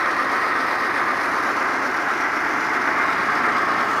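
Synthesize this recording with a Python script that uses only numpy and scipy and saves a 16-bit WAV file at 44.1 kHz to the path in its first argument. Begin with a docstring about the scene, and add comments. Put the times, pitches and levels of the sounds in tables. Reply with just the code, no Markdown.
"""Beside a pond, a three-cylinder diesel tractor drives a water pump and speeds up a little after 3 s.
Firing pulses thud in the exhaust over a rumble and hum, knocks set the block clattering, and gears whine.
A thick jet gushes from the pipe, spattering on the mud and churning up bubbles. Clatter and spray change
colour as the listener walks from the pond's edge to behind a man's back and on towards the pump."""
import sys
import numpy as np
from scipy import signal
from scipy.fft import rfft, irfft, next_fast_len
from scipy.io import wavfile
from scipy.ndimage import uniform_filter1d, map_coordinates

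SR = 44100
rng = np.random.default_rng(int(sys.argv[2]) if len(sys.argv) > 2 else 0)


def store_wav(level_fs):
    """Save 16-bit WAV to argv[1]."""
    pcm = np.round(np.clip(np.atleast_2d(level_fs), -1, 1) * 32767)
    wavfile.write(sys.argv[1], SR, pcm.T.astype(np.int16))


N = 176400
CYLINDERS, TOP_HZ = 3, 15550


def amp(db):
    """Decibels to gain."""
    return 10 ** (np.asarray(db) / 20)


def unit(x):
    """Scale to rms 1."""
    return x / np.sqrt(np.mean(x ** 2) + 1e-20)


def curve(rows):
    """Automation: (time_s, value) rows to one value per sample."""
    return np.interp(np.arange(N) / SR, *np.transpose(rows))


def wobble(rate_hz):
    """A smooth random drift."""
    knots = rng.standard_normal(2048)
    return map_coordinates(knots, [np.arange(N) * rate_hz / SR], mode="mirror")


def filtered(x, response):
    """Apply a gain that depends on frequency."""
    size = next_fast_len(N + SR // 2)
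    return irfft(rfft(x, size) * response(np.fft.rfftfreq(size, 1 / SR)), size)[:N]


def coloured(x, eq):
    """EQ through (pitch_hz, gain_db) points, silent beyond both ends, at rms 1."""
    points_hz, db = np.transpose(eq)

    def response(hz):
        inside = (hz >= points_hz[0]) * (hz <= points_hz[-1])
        return amp(np.interp(np.log(hz + 1), np.log(points_hz + 1), db)) * inside
    return unit(filtered(x, response))


def resonant(x, modes):
    """Bell EQs at (pitch_hz, width_hz, lift_db) resonances."""
    return filtered(x, lambda hz: amp(sum(db / (1 + (2 * (hz - pitch_hz) / width_hz) ** 2)
                                          for pitch_hz, width_hz, db in modes)))


def lifted(x, lift_db, centre_hz, width_hz):
    """Ride one band up and down over time."""
    band = filtered(x, lambda hz: np.exp(-(2 * (hz - centre_hz) / width_hz) ** 2))
    return x + (amp(curve(lift_db)) - 1) * band


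def reflected(x, delay_ms, gain):
    """Add one reflection whose delay glides; the mix is at rms 1."""
    late = map_coordinates(x, [np.arange(N) - curve(delay_ms) * SR / 1000], mode="mirror")
    return unit(x + gain * late)


# Engine speed: time_s, firing_rate_hz
ENGINE_SPEED = [(0, 23.53), (0.9, 23.58), (1.7, 23.74), (2.8, 23.71), (3.1, 24.31), (3.35, 25.85),
                (3.65, 26.44), (4, 26.53)]


def engine_cycle():
    """Working cycles elapsed at each sample; every cylinder fires once per cycle."""
    return np.cumsum(curve(ENGINE_SPEED)) / SR / CYLINDERS


def blows(cycle, cylinders_db, t60_s, repeat, scatter_db):
    """One decaying burst per firing; the share `repeat` is the cylinder's own ring, the rest is new."""
    length = SR // 4
    own_ring = rng.standard_normal((CYLINDERS, length))
    fresh, accents = rng.standard_normal((128, length)), rng.standard_normal(128)
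    decay = amp(-60 * np.arange(length) / SR / t60_s)
    firings = np.flatnonzero(np.diff(np.floor(cycle * CYLINDERS)))
    earlier = firings[0] - (firings[1] - firings[0]) * np.arange(CYLINDERS, 0, -1)  # already running
    track = np.zeros(N + 2 * length)
    for k, start in enumerate(np.r_[earlier, firings] + length):
        burst = np.sqrt(repeat) * own_ring[k % CYLINDERS] + np.sqrt(1 - repeat) * fresh[k]
        strength = amp(cylinders_db[k % CYLINDERS] + scatter_db * accents[k])
        track[start:start + length] += strength * decay * burst
    return unit(track[length:][:N])


def grind(cycle, repeat):
    """Even machine noise; the higher `repeat`, the more of it loops with each working cycle."""
    loop = rng.standard_normal(SR // 16)
    locked = unit(map_coordinates(loop, [cycle % 1 * len(loop)], mode="grid-wrap"))
    return unit(np.sqrt(repeat / 2) * locked + np.sqrt(1 - repeat) * rng.standard_normal(N))


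# The silencer's boxy tone: pitch_hz, gain_db
THUD_EQ = [(120, -36), (190, -17), (245, -2.5), (290, 2.5), (340, 1), (385, -2), (440, -1), (500, -11),
           (600, -20), (900, -45)]
# Thud fader: time_s, level_db
THUD_FADER = [(0, -34.5), (1.2, -34.5), (1.7, -33), (2.1, -34.5), (2.8, -33.5), (3.5, -33), (4, -33.5)]


def exhaust_thud(cycle):
    """Firing pulses thud in the silencer over a bed of machine noise."""
    pulses = blows(cycle, cylinders_db=[0, 3.5, 1], t60_s=0.14, repeat=0.25, scatter_db=-1.0)
    thud = coloured(pulses + amp(6.5) * grind(cycle, repeat=0.34), THUD_EQ)
    return amp(curve(THUD_FADER) - 0.03) * thud


# The exhaust's low end: pitch_hz, gain_db
RUMBLE_EQ = [(15, -45), (35, -33), (60, -26), (100, -19), (145, -9), (175, -4.5), (215, -3.5), (255, 2),
             (310, -15), (400, -38)]
# Rumble fader: time_s, level_db
RUMBLE_FADER = [(0, -50.5), (1.2, -45.5), (2, -50), (2.8, -45.5), (3.4, -40.5), (4, -41)]


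def exhaust_rumble(cycle):
    """Low exhaust noise, pushed up as the engine gains speed."""
    return amp(curve(RUMBLE_FADER) + 1.0) * coloured(grind(cycle, repeat=0.29), RUMBLE_EQ)


def tones(cycle, partials, waver_db, drift_rad):
    """Slightly unsteady sines locked to the engine's cycle."""
    mix = np.zeros(N)
    for multiple, db in partials:
        peak = np.sqrt(2) * amp(db + waver_db * wobble(4.3))
        phase = 2 * np.pi * (multiple * cycle + rng.random())
        mix += peak * np.sin(phase + drift_rad * wobble(6.7))
    return mix


# Hum partials going into the pipe: cycle_multiple, level_db
HUM_PARTIALS = [(6, -63), (9, -60), (12, -57.5), (13, -66.5), (14, -70), (15, -65.5), (16, -63), (18, -61),
                (21, -56.5), (24, -58.5)]
# Exhaust pipe resonance: pitch_hz, width_hz, lift_db
PIPE_RESONANCE = [(115.5, 6.4, 9.5)]


def exhaust_hum(cycle):
    """The pipe favours whichever partial passes its resonance; the hum swells gently with the rumble."""
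    rumble_db = curve(RUMBLE_FADER)
    hum = resonant(tones(cycle, HUM_PARTIALS, waver_db=1.0, drift_rad=0.05), PIPE_RESONANCE)
    return amp(0.3 * (rumble_db - rumble_db.mean())) * hum


# The listener's walk: time_s, place (0 pond, 1 behind the man, 2 pump)
LISTENER_PATH = [(0, 0.14), (.95, 0.23), (1.6, 0.7), (2.65, 1.17), (3.2, 1.4), (3.7, 1.7), (4, 1.86)]


def walked(perspectives):
    """Cross-fade a sound's three perspectives along the walk."""
    place = curve(LISTENER_PATH)
    return sum(np.clip(1 - abs(place - k), 0, 1) * x for k, x in enumerate(perspectives))


def surge(cycle):
    """A swing from -1 to 1 that peaks 0.64 of the way through each working cycle."""
    return np.cos(2 * np.pi * (cycle - 0.64))


# Narrow rings of the engine's castings: pitch_hz, width_hz, pond_lift_db, behind_lift_db, pump_lift_db
CASTING_MODES = [(710, 50, -2.5, 0.8, 1.5), (858, 22, -2, 1.8, -2), (1075, 57, 6, 0.82, 5.5),
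                 (1202, 16, 9.5, 3, 3.5), (1264, 16, 6, 0.5, 3), (1329, 19, 11, 3.5, 9),
                 (1590, 19, -1, 2.2, 7), (1680, 28, 4, 2.7, 2.5), (1859, 70, 6.5, 3, 6),
                 (2097, 45, 4.5, 5, 10), (2400, 80, 3, 2.7, 2), (2900, 68, -3, 6, 9)]
# Clatter tone at each place: pitch_hz, gain_db
CLATTER_POND_EQ = [(290, -36), (500, -12), (535, -9.5), (690, -11.5), (750, -7.5), (826, -12.5), (989, -8),
                   (1240, -2.5), (1320, -4), (1400, -11), (1520, -5), (1650, -9), (1880, -6.5),
                   (2190, -14.5), (3000, -27.5), (3900, -54), (6600, -120)]
CLATTER_BEHIND_EQ = [(290, -50), (500, -21.5), (527, -15.5), (577, -15), (665, -10), (722, -4), (790, -11),
                     (864, -5.5), (1100, -6), (1260, -3.5), (1370, -2), (1620, -3.5), (1760, -9),
                     (2020, -7), (3000, -28), (3900, -67), (6600, -120)]
CLATTER_PUMP_EQ = [(290, -41), (500, -21), (640, -10), (738, -9.5), (911, -9), (982, -18), (1070, -2.5),
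                   (1300, -2.5), (1370, -3.5), (1490, -12), (1570, -8), (1830, -8.5), (2310, -16),
                   (2490, -21.5), (3000, -29), (3900, -55), (6600, -120)]
# The engine's bounce off the ground: time_s, delay_ms
GROUND_BOUNCE = [(0, 4), (1, 4.1), (2, 3.71), (2.8, 3.3), (3.4, 3.9), (4, 4)]
# Ride on the clatter's upper ring: time_s, lift_db
RING_RIDE = [(0, 1), (1, 1.5), (1.8, -2), (2.3, 0.5), (2.9, 2), (3.4, 1.2), (4, -3)]
# Clatter fader: time_s, level_db
CLATTER_FADER = [(0, -20.5), (0.08, -22), (0.15, -21.5), (0.22, -21.5), (0.37, -20.5), (0.55, -21.5),
                 (0.7, -21), (0.83, -22.5), (0.97, -21), (1.05, -22), (1.2, -21.3), (1.8, -21.5),
                 (2.15, -22), (2.76, -22), (2.88, -21), (3.06, -20.5), (3.2, -22), (3.24, -21), (3.55, -20),
                 (3.66, -21), (3.73, -19.9), (4, -20)]


def block_clatter(cycle):
    """Diesel knocks and the grind of the drive ring the block; each place favours other castings."""
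    knocks = blows(cycle, cylinders_db=[2, 3, -2], t60_s=0.38, repeat=0.37, scatter_db=0.95)
    drive = knocks + amp(4.5) * grind(cycle, repeat=0.4)
    perspectives = []
    for place, eq in enumerate([CLATTER_POND_EQ, CLATTER_BEHIND_EQ, CLATTER_PUMP_EQ]):
        modes = [(hz, width_hz, lifts_db[place]) for hz, width_hz, *lifts_db in CASTING_MODES]
        perspectives.append(coloured(resonant(drive, modes), eq))
    clatter = reflected(walked(perspectives), GROUND_BOUNCE, gain=0.078)
    clatter = lifted(clatter, RING_RIDE, centre_hz=2040, width_hz=950)
    flutter_db = 0.5 * surge(cycle) + 0.48 * wobble(60)
    return amp(curve(CLATTER_FADER) + flutter_db - 0.5) * clatter


# Gear partials: cycle_multiple, level_db
GEAR_PARTIALS = [(108, -47), (161, -62), (168, -60)]


def gear_whine(cycle):
    """The gears sing thin, wavering tones that rise with engine speed."""
    return tones(cycle, GEAR_PARTIALS, waver_db=3.0, drift_rad=0.92)


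def drops(count, pitch_hz, spread, q, accent_db, rise, length):
    """A shower of tiny damped rings of random pitch and strength, each `length` samples long."""
    starts = rng.integers(0, N, (count, 1))
    hz = np.minimum(pitch_hz * np.exp(spread * rng.standard_normal((count, 1))), TOP_HZ)
    accents = np.minimum(rng.exponential(size=(count, 1)), 4)
    strength = amp(accent_db * accents) * np.sqrt(hz / pitch_hz)
    age = np.arange(length)
    turns = hz * age / SR
    rings = strength * np.exp(-np.pi * turns / q) * np.sin(2 * np.pi * turns * (1 + rise * turns / q))
    return unit(np.bincount((starts + age).ravel(), rings.ravel())[:N])


def patchy(x, depth_db):
    """Flickering colour: patches of random gain, a few hundred Hz wide and about 0.1 s long."""
    spectrogram = signal.stft(x, nperseg=512)[2]
    patches = uniform_filter1d(rng.standard_normal(spectrogram.shape), 4, axis=0)
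    patches = uniform_filter1d(patches, 22, axis=1)
    return signal.istft(spectrogram * amp(depth_db * unit(patches)), nperseg=512)[1][:N]


# Spray tone at each place: pitch_hz, gain_db
SPRAY_POND_EQ = [(2000, -16), (2900, -5), (3300, -0.5), (4100, -1.1), (5000, -1), (5700, -6.3),
                 (6500, -7.5), (7600, -19.5), (9200, -13.5), (11000, -15.5), (13000, -19), (15400, -26)]
SPRAY_BEHIND_EQ = [(2000, -11), (2900, -6.5), (3300, -3), (4100, -5), (5000, -4), (5700, -3), (6500, -9),
                   (7600, -15), (9200, -17.5), (11000, -18.5), (13000, -20.5), (15400, -22.5)]
SPRAY_PUMP_EQ = [(2000, -30), (2900, -7), (3300, -0.5), (4100, -5), (4600, -4), (5000, -1.5), (5700, -11.5),
                 (6500, -10), (7600, -19), (9800, -19.8), (12300, -26), (14000, -24), (15400, -24)]
# The spray's bounce off a close surface: time_s, delay_ms
CLOSE_BOUNCE = [(0, 0.22), (.8, 0.22), (1.3, 0.19), (1.8, 0.19), (2.6, .18), (3.1, 0.22), (3.7, 0.22),
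                (4, 0.12)]
# Ride on the spray's top fizz: time_s, lift_db
FIZZ_RIDE = [(0, -1.5), (.8, 1), (1.3, 2.8), (1.7, 0.5), (2.1, -0.5), (4, 2)]
# Splash fader: time_s, level_db
SPLASH_FADER = [(0, -40), (0.4, -40), (0.55, -41), (0.95, -40.5), (1.05, -42), (1.25, -42), (1.4, -41),
                (1.75, -42.5), (1.87, -41), (2.2, -41), (2.3, -42.5), (2.38, -41), (2.65, -41.5),
                (2.72, -41.61), (3.0, -42.13), (3.1, -40.5), (3.7, -42), (3.94, -39.5), (4, -38)]


def jet_splash(cycle):
    """The jet breaks up in lumps and spatters on the mud; its hiss surges once per engine cycle."""
    spatter = drops(count=9000, pitch_hz=7600, spread=0.58, q=1.2, accent_db=3.5, rise=0, length=64)
    hiss = patchy(amp(6.5) * rng.standard_normal(N) + spatter, depth_db=1.3)
    spray = walked([coloured(hiss, eq) for eq in (SPRAY_POND_EQ, SPRAY_BEHIND_EQ, SPRAY_PUMP_EQ)])
    spray = reflected(spray, CLOSE_BOUNCE, gain=0.16)
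    spray = lifted(spray, FIZZ_RIDE, centre_hz=11500, width_hz=10000)
    lumps_db = 1.15 * wobble(130) + 0.87 * surge(cycle)
    return amp(curve(SPLASH_FADER) + lumps_db - 0.08) * spray


# Body of the churning water: pitch_hz, gain_db
GUSH_EQ = [(200, -4), (500, -6), (1000, -3), (1900, -6), (2600, -13), (4000, -45)]


def jet_gush():
    """Bubbles churn where the jet lands, each chirping upwards as it dies."""
    bubbles = drops(count=3600, pitch_hz=1100, spread=0.434, q=10.5, accent_db=2.0, rise=0.059, length=900)
    return amp(-33 + wobble(12)) * coloured(bubbles, GUSH_EQ)


def scene():
    """Engine and water run together throughout, in mono."""
    cycle = engine_cycle()
    exhaust = exhaust_thud(cycle) + exhaust_rumble(cycle) + exhaust_hum(cycle)
    tractor = exhaust + block_clatter(cycle) + gear_whine(cycle)
    return (tractor + jet_splash(cycle) + jet_gush())[None]


def record(dry):
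    """A brick-wall high cut on the mix."""
    return filtered(dry[0], lambda hz: hz < TOP_HZ)[None]


dry = scene()
out = record(dry)
store_wav(out)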